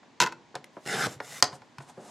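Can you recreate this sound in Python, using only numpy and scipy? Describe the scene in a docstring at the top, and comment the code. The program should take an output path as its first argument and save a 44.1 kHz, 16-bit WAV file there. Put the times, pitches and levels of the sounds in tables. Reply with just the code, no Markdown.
"""A sliding paper trimmer on a table, close by and nearly mono in a small room with a faint steady hush.
After a dull tap, the plastic guide rail drops and chatters: cracks of noise over damped modes.
A finger takes the slider with a knock and draws its blade through a paper strip: dense fibre snaps and judder.
The slider glides back as resonant friction, snaps against its end stop and rattles.
Fingers then tap and brush the base as soft pulses and rubbed noise, and the rail clicks lightly again."""
import sys
import numpy as np
from scipy import signal
from scipy.fft import rfft, irfft, next_fast_len
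from scipy.io import wavfile
from scipy.ndimage import map_coordinates

SR = 44100
rng = np.random.default_rng(int(sys.argv[2]) if len(sys.argv) > 2 else 0)


def to_wav(s):
    """Save 16-bit WAV."""
    ch = np.atleast_2d(s).T  # columns
    pcm = np.round(np.clip(ch, -1, 1) * 32767)  # PCM
    wavfile.write(sys.argv[1], SR, pcm.astype(np.int16))


N = 92610
T = np.arange(N) / SR
RING_T = T[:SR // 3]  # time axis of one struck sound [s]

# Blade in the paper: (time [s], level [dB])
CUT_LEVEL = [(.855, -39.5), (.859, -55), (.862, -33.5), (.869, -40.5), (.876, -30), (.882, -39.5),
             (.888, -33.5), (.905, -33.5), (.947, -30), (.985, -31.5), (1.02, -29.5), (1.068, -29),
             (1.076, -53), (1.095, -61), (1.12, -76.5)]
# Tone of the parting fibres: (frequency [Hz], level [dB])
CUT_COLOUR = [(30, -47.5), (60, -47), (110, -4), (150, 6), (260, -9), (450, 2.5), (560, -7.5), (780, 2),
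              (900, -11), (1200, -8.5), (1550, 2.5), (2050, -6), (2400, -10), (3600, -12.5), (5300, -12),
              (7600, -14), (10000, -17.5), (13000, -27.5), (16000, -48)]
# Tone of the blade's judder in the base: (frequency [Hz], level [dB])
JUDDER_COLOUR = [(60, -39.5), (200, 1), (330, -2.5), (440, 5.5), (560, -5), (780, 7), (950, -6),
                 (2000, -7.5), (6000, -25.5), (16000, -43)]
# Slider's place: (time [s], place [share of the cut's length])
TRAVEL = [(.855, 0.24), (1.07, 1.23), (1.2, 0.76), (1.425, 0.27)]
# Slider and rail resonances under friction:
# (frequency [Hz], glide over the cut [Hz], width [Hz], lift [dB])
SLIDER_PEAKS = [(1536, -170, 110, 4.5), (1877, 204.5, 90, 8.5), (2700, 321.5, 280, 6.5),
                (3710, -100, 110, 13), (4200, -120, 93, 5), (5030, 299, 230, 6.5), (7200, 198.5, 290, 5)]
# Slider rubbing along its rail: (time [s], level [dB])
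GLIDE_LEVEL = [(.68, -98), (.74, -72), (.8, -72), (.835, -61.5), (.856, -55), (1.08, -49), (1.135, -48),
               (1.19, -74), (1.222, -58), (1.245, -50), (1.275, -49.5), (1.336, -43), (1.405, -45.5),
               (1.43, -103.5), (1.5, -92)]
# Tone of that rubbing: (frequency [Hz], level [dB])
GLIDE_COLOUR = [(35, -62), (60, -27), (140, 2), (200, -11.5), (300, -20.5), (450, -3.5), (840, -5.5),
                (1500, -7), (1860, -4), (2770, -12), (5200, -9.5), (6400, -5.5), (11800, -15.5),
                (16000, -34)]
# Slider knocks when pressed, at the ends of its travel and settling:
# (time [s], crack [dB], dull above [Hz], ring [dB])
STOP_HITS = [(.5535, -29.5, 9000, -44), (1.2023, -25, 2013, -42.5), (1.4251, -7.5, 13900, -33),
             (1.4407, -23, 13600, -41.5), (1.521, -46, 1700, -53), (1.529, -32.5, 1990, -54.5),
             (1.619, -43.5, 2590, -58.5)]
# Tone of a slider crack: (frequency [Hz], level [dB])
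STOP_CRACK_COLOUR = [(60, -30.5), (200, -19), (500, -7.5), (1400, 0), (2700, -6), (4200, 0.5), (5500, 0.5),
                     (7500, -4), (9500, -8.5), (12500, -15.5), (16000, -31)]
# Decay of a slider crack: (frequency [Hz], t60 [s])
STOP_CRACK_T60 = [(300, 0.11), (1500, 0.032), (5000, 0.022), (14000, 0.012)]
# Modes of base and slider: (frequency [Hz], level [dB], t60 [s])
BASE_MODES = [(430, 1, .1), (538, 1, 0.11), (734, 6, 0.11), (900, 6, 0.07), (1030, 6, 0.06),
              (1120, 0, 0.05), (1410, 1, 0.075), (1600, 0, 0.03), (1760, 2, 0.045), (2180, 0, 0.03),
              (4200, -5, 0.025), (5250, 0, 0.025)]
# Guide rail striking the base: (time [s], ring [dB], crack [dB], ring length [share of the modes' t60])
RAIL_HITS = [(0.2017, -21, -15, 0.79), (0.2074, -30.5, -20, 0.8), (0.2148, -32, -17, 0.61),
             (0.2212, -19, -17, 0.81), (0.2319, -26, -23.5, 1), (.238, -25, -27, 0.8),
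             (0.262, -26.5, -31.5, 0.94), (0.2717, -33, -35.5, 0.81), (0.3228, -38, -41, 0.66),
             (1.7832, -38.5, -42.5, 0.26), (1.804, -52, -66, 0.93)]
# Modes of the rail: (frequency [Hz], level [dB], t60 [s])
RAIL_MODES = [(340, -17, 0.13), (449, -12, .09), (815, -6, 0.045), (908, -3, 0.085), (965, 1, 0.05),
              (1014, 2.5, 0.075), (1300, -7.5, 0.06), (1430, -2, 0.08), (1480, 0.5, 0.06),
              (1575, -5.5, 0.045), (1826, -7.5, 0.04), (2040, -8, .06), (2616, -6.5, 0.055)]
# Tone of a rail crack: (frequency [Hz], level [dB])
RAIL_CRACK_COLOUR = [(60, -24.5), (140, -4.5), (250, -8), (500, -3), (1000, -8), (1600, -0.5), (2800, 0.5),
                     (4500, 6), (7300, 1.5), (9000, -11.5), (12500, -15.5), (14200, -41), (16000, -44.5)]
# Decay of a rail crack: (frequency [Hz], t60 [s])
RAIL_CRACK_T60 = [(300, 0.19), (1500, 0.086), (6000, 0.0095), (14000, 0.04)]
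# Dull knocks of fingers and slider on plastic: (time [s], level [dB], dull above [Hz])
TAPS = [(0.0302, -48.5, 1770), (0.5431, -38.5, 1390), (.555, -31, 2450), (0.7672, -37, 1120),
        (1.066, -25.5, 1090), (1.204, -33.5, 1094), (1.803, -37, 1020)]
# Tone of a dull knock: (frequency [Hz], level [dB])
TAP_COLOUR = [(60, -36.5), (160, -6.5), (300, -5.5), (450, 2), (680, -2.5), (1000, 0), (2000, -6.5),
              (6000, -13.5), (16000, -39)]
# Decay of a dull knock: (frequency [Hz], t60 [s])
TAP_T60 = [(200, 0.065), (800, 0.069), (4000, 0.058)]
# Small sharp ticks of the slider's play: (time [s], level [dB])
TICKS = [(0.6427, -39.5), (1.7845, -45)]
# Tone of a tick: (frequency [Hz], level [dB])
TICK_COLOUR = [(100, -15), (1000, -11), (2000, 4), (3300, -7), (6000, -6.5), (11000, -11), (16000, -36)]
# Decay of a tick: (frequency [Hz], t60 [s])
TICK_T60 = [(500, 0.016), (10000, 0.015)]
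# Table giving under the hand: (time [s], level [dB], frequency [Hz])
THUMPS = [(0.205, -30.5, 145), (0.559, -39.5, 146), (1.074, -28.5, 118), (1.163, -35, 134),
          (1.427, -27, 112.4), (1.529, -37, 138.5), (1.786, -31, 136.3)]
# Soft fingertips on the hollow base: (time [s], level [dB], t60 [s])
PADS = [(.768, -37, 0.084), (1.9732, -39.5, 0.25)]
# Tone of a fingertip: (frequency [Hz], level [dB])
PAD_COLOUR = [(60, -26.5), (160, -7), (250, -3.5), (350, -3), (480, -5), (630, 4), (760, -4.5), (900, -15),
              (1300, -18.5), (2200, -30), (16000, -66)]
# Hand brushing over plastic and paper: (time [s], level [dB])
BRUSH_LEVEL = [(1.48, -85), (1.52, -61), (1.555, -46.5), (1.59, -72), (1.76, -78), (1.82, -54),
               (1.865, -64.5), (1.897, -49), (1.93, -67.5), (1.97, -68), (2.02, -56), (2.06, -51),
               (2.1, -50)]
# Tone of the brushing: (frequency [Hz], level [dB])
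BRUSH_COLOUR = [(60, -24), (200, 5), (400, -9), (800, 3.5), (1300, -5), (2200, -13.5), (4500, -14.5),
                (7200, -11.5), (9000, -14), (11500, -24), (16000, -50.5)]
# Nearby desk reflections, unlike left and right: (frequency [Hz], level [dB])
DESK_SIDE = [(150, -22.5), (1000, -25.5), (2500, -22), (6000, -15), (12000, -19.5)]
# Decay of the desk reflections: (frequency [Hz], t60 [s])
DESK_T60 = [(200, 0.019), (8000, .016)]
# Decay of the room: (frequency [Hz], t60 [s])
ROOM_T60 = [(120, 0.62), (500, 0.44), (1100, 0.24), (2600, 0.22), (5000, 0.21), (8000, 0.15),
            (13000, 0.091)]
# Width of the room's reflections: (frequency [Hz], side over mid [gain ratio])
ROOM_WIDTH = [(200, 0.087), (900, .09), (3000, 0.15), (7500, 0.34)]
# Tone of the room's hush: (frequency [Hz], level [dB])
HUSH_COLOUR = [(25, -49.5), (60, -21.5), (92, -12.5), (150, -8.5), (200, -9.5), (250, -3.5), (330, -9.5),
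               (490, -13.5), (650, -13.5), (1000, -11), (1300, -19.5), (1850, -17.5), (2600, -22),
               (4000, -24), (7300, -30), (8500, -40), (10000, -47.5), (16000, -73)]

FIBRES_PER_S, FIBRE_SPREAD_DB = 5500, 0.5
CUT_ROUGH_DB, CUT_ROUGH_PER_S = 0.54, 130
# the blade catching and slipping; jitter is the spread of the rate's natural log
JUDDER_PER_S, JUDDER_JITTER, JUDDER_DB = 210, 0.25, -9
PATCH_HZ, PATCH_S = 272, 0.04014  # size of the patches in which the friction's colour shifts
# the slider shaking in its play after a stop
RATTLE_DB, RATTLE_GAP_S, RATTLE_LOSS_DB_PER_S, RATTLE_DULL_HZ = -15, 0.008, 297.5, 1400
# how modes differ between contacts, and how far their pitch blurs
SCATTER_DB, MODE_SHIFT_SHARE, RING_BLUR_HZ = 1.5, 0.011, 9
THUMP_T60_S, THUMP_RISE_S = 0.07, 0.0034
DESK_DELAY_S = 0.00102
ROOM_DB, ROOM_DELAY_S = -15, 0.005
HUSH_DB, HUSH_WIDTH = -59.5, 0.41  # width is side over mid
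LOW_CUT_HZ, TOP_HZ = 83, 16500


def cut():
    """The blade parts thousands of fibres a second and judders unevenly, which shakes the base."""
    happens = rng.random(N) < FIBRES_PER_S / SR
    strength = amp(FIBRE_SPREAD_DB * rng.standard_normal(N))
    snaps = happens * rng.choice([-1, 1], N) * strength
    rough = snaps * amp(CUT_ROUGH_DB * wobble(CUT_ROUGH_PER_S))
    fibres = travelling(coloured(rough, CUT_COLOUR), patchy_db=3)
    slip_rate = JUDDER_PER_S * np.exp(JUDDER_JITTER * wobble(JUDDER_PER_S))
    turns = np.cumsum(slip_rate) / SR
    slips = np.diff(np.floor(turns), prepend=0)  # one click per whole turn
    judder = amp(JUDDER_DB) * unit(coloured(slips, JUDDER_COLOUR))
    return level(CUT_LEVEL) * (fibres + judder)


def glide():
    """The slider rubs along its rail, heard through resonances that follow its place."""
    friction = rub(GLIDE_COLOUR, rough_db=1.2, rate=340)
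    return level(GLIDE_LEVEL) * travelling(friction, patchy_db=1.5)


def end_stops():
    """The slider knocks with a crack and a short ring of the base; after the hardest blow it rattles."""
    def crack(dull_hz):
        return coloured(dying(STOP_CRACK_T60), STOP_CRACK_COLOUR, dull_hz)

    knocks = placed((s, amp(crack_db) * crack(dull_hz) + amp(ring_db) * ring(BASE_MODES))
                    for s, crack_db, dull_hz, ring_db in STOP_HITS)
    start, blow_db, *_ = max(STOP_HITS, key=lambda hit: hit[1])
    lags = RATTLE_GAP_S * np.cumsum(0.5 + rng.random(size=8))
    rattle_db = blow_db + RATTLE_DB - RATTLE_LOSS_DB_PER_S * lags
    rattle = placed((start + lag, amp(db) * crack(RATTLE_DULL_HZ)) for lag, db in zip(lags, rattle_db))
    return knocks + rattle


def rail():
    """Each contact of the rail cracks and rings its modes, with its own damping."""
    hits = []
    for s, ring_db, crack_db, length in RAIL_HITS:
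        crack = coloured(dying(RAIL_CRACK_T60), RAIL_CRACK_COLOUR)
        hits.append((s, amp(ring_db) * ring(RAIL_MODES, length) + amp(crack_db) * crack))
    return placed(hits)


def taps():
    """Fingers and slider knock the plastic: noise bursts with softened treble."""
    return placed((s, amp(db) * coloured(dying(TAP_T60), TAP_COLOUR, dull_hz)) for s, db, dull_hz in TAPS)


def ticks():
    """The slider's play gives very short, sharp noise bursts."""
    return placed((s, amp(db) * coloured(dying(TICK_T60), TICK_COLOUR)) for s, db in TICKS)


def thumps():
    """The table gives under the hand: low damped sines with a soft rise."""
    swell = fade(THUMP_T60_S) * (1 - np.exp(-RING_T / THUMP_RISE_S))
    return placed((s, amp(db) * swell * np.sin(2 * np.pi * hz * RING_T)) for s, db, hz in THUMPS)


def fingertips():
    """Soft fingertips on the hollow base: fading grain of random-sign pulses, each with its own decay."""
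    pads = []
    for s, db, t60 in PADS:
        grain = rng.choice([-1, 1], len(RING_T))
        pads.append((s, amp(db) * fade(t60) * unit(coloured(grain, PAD_COLOUR))))
    return placed(pads)


def brush():
    """The hand brushes over plastic and paper as rough, swelling friction noise."""
    return level(BRUSH_LEVEL) * rub(BRUSH_COLOUR, rough_db=1.2, rate=190)


def rub(colour, rough_db, rate):
    """Fine friction with a slightly uneven grip."""
    grip = amp(rough_db * wobble(rate))
    return unit(coloured(rng.standard_normal(N) * grip, colour))


def travelling(x, patchy_db):
    """Friction heard through the slider's resonances, which glide as the contact moves along."""
    hz, t, z = signal.stft(x, SR, nperseg=512)
    knots = np.meshgrid(hz / PATCH_HZ, t / PATCH_S, indexing="ij")
    drift = map_coordinates(rng.standard_normal(size=(128, 128)), knots, mode="wrap")
    place = np.interp(t, *np.transpose(TRAVEL))
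    lift = 0
    for centre, shift, width, db in SLIDER_PEAKS:
        offset = hz[:, None] - centre - shift * place
        lift = lift + db / (1 + (2 * offset / width) ** 2)
    return unit(signal.istft(z * amp(lift + patchy_db * drift), SR, nperseg=512)[1][:N])


def ring(modes, length=1):
    """Damped modes of loose plastic that differ from blow to blow and waver; length scales their decay."""
    out = np.zeros(len(RING_T))
    for hz, db, t60 in modes:
        side, strength, shift = rng.standard_normal(3)
        steps = rng.standard_normal(len(RING_T))
        waver = np.cumsum(steps) * np.sqrt(2 * np.pi * RING_BLUR_HZ / SR)  # random walk of phase
        tone = np.sin(2 * np.pi * hz * (1 + MODE_SHIFT_SHARE * shift) * RING_T + waver)
        onset = 1 - np.exp(-RING_T * hz)
        out += np.sign(side) * amp(db + SCATTER_DB * strength) * fade(t60 * length) * onset * tone
    return out


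def dying(t60s):
    """Noise that starts flat and dies at its own speed in each of nine overlapping bands."""
    hz = np.fft.rfftfreq(len(RING_T), 1 / SR)
    flat = np.exp(2j * np.pi * rng.random(len(hz))) * np.sqrt(len(RING_T))
    centres = np.geomspace(100, 16000, 9)
    out = np.zeros(len(RING_T))
    for centre, row in zip(centres, np.eye(len(centres))):
        band = np.interp(np.log(hz + 1), np.log(centres), row)
        out += irfft(flat * band, len(RING_T)) * fade(along(t60s, centre))
    return out


def fade(t60):
    """Exponential decay by 60 dB in t60 seconds."""
    return np.exp(-np.log(1000) * RING_T / t60)


def coloured(x, points, dull_hz=1e6):
    """Causal minimum-phase filter, set to unit power and then dulled above dull_hz."""
    m = 2 * next_fast_len(x.shape[-1] + 4096)
    hz = np.fft.rfftfreq(m, 1 / SR)
    gain = unit(amp(along(points, hz))) / np.hypot(1, (hz / dull_hz) ** 2)
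    # folding the cepstrum forward in time makes the filter causal
    cep = irfft(np.log(gain + 1e-6))
    cep[1:m // 2] *= 2
    cep[m // 2 + 1:] = 0
    return irfft(rfft(x, m) * np.exp(rfft(cep)), m)[..., :x.shape[-1]]


def filtered(x, response):
    """Weight the spectrum of x by a function of frequency, leaving phase alone."""
    m = next_fast_len(N + SR // 2)
    return irfft(rfft(x, m) * response(np.fft.rfftfreq(m, 1 / SR)), m)[..., :N]


def placed(sounds):
    """Sum (time [s], sound) pairs on the time line."""
    out = np.zeros(N + SR)
    for s, sound in sounds:
        out[round(s * SR):][:len(sound)] += sound
    return out[:N]


def level(rows):
    """Gain per sample from (time [s], level [dB]) points."""
    return amp(np.interp(T, *np.transpose(rows), left=-120))


def wobble(rate):
    """A smooth random curve, rate knots a second."""
    return map_coordinates(rng.standard_normal(int(N * rate / SR) + 4), [T * rate])


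def along(points, hz):
    """Read (frequency [Hz], value) points on a log axis."""
    f, v = np.transpose(points)
    return np.interp(np.log(hz + 1), np.log(f + 1), v)


def unit(x):
    """Scale to rms 1."""
    return x / np.sqrt(np.mean(x ** 2) + 1e-20)


def amp(db):
    """Decibels to gain."""
    return 10 ** (np.asarray(db) / 20)


def reflected(x, t60s, delay_s):
    """Diffuse reflections: x smeared by a delayed noise tail of unit energy."""
    tail = dying(t60s)
    return signal.fftconvolve(x, placed([(delay_s, tail / np.linalg.norm(tail))]))[:N]


def room_hush():
    """Two independent layers of steady coloured noise, for mid and side."""
    return amp(HUSH_DB) * unit(coloured(rng.standard_normal((2, N)), HUSH_COLOUR))


def scene():
    """The trimmer sits in the middle; desk and room reflections and the hush add a little width."""
    slider = cut() + glide() + end_stops()
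    hand = taps() + ticks() + thumps() + fingertips() + brush()
    trimmer = slider + rail() + hand
    desk = reflected(trimmer, DESK_T60, DESK_DELAY_S)
    desk_side = filtered(desk, lambda hz: amp(along(DESK_SIDE, hz)))
    room = [amp(ROOM_DB) * reflected(trimmer, ROOM_T60, ROOM_DELAY_S) for _ in range(2)]
    room_side = filtered(room[1], lambda hz: along(ROOM_WIDTH, hz))
    hush = room_hush()
    mid = trimmer + room[0] + hush[0]
    side = desk_side + room_side + HUSH_WIDTH * hush[1]
    return np.array([mid + side, mid - side])


def record(dry):
    """Thin the deep bass with a gentle high-pass and keep nothing above the band limit."""
    high_pass = signal.butter(2, LOW_CUT_HZ, "high", fs=SR, output="sos")
    thinned = signal.sosfilt(high_pass, dry)
    return filtered(thinned, lambda hz: hz < TOP_HZ)


dry = scene()
out = record(dry)
to_wav(out)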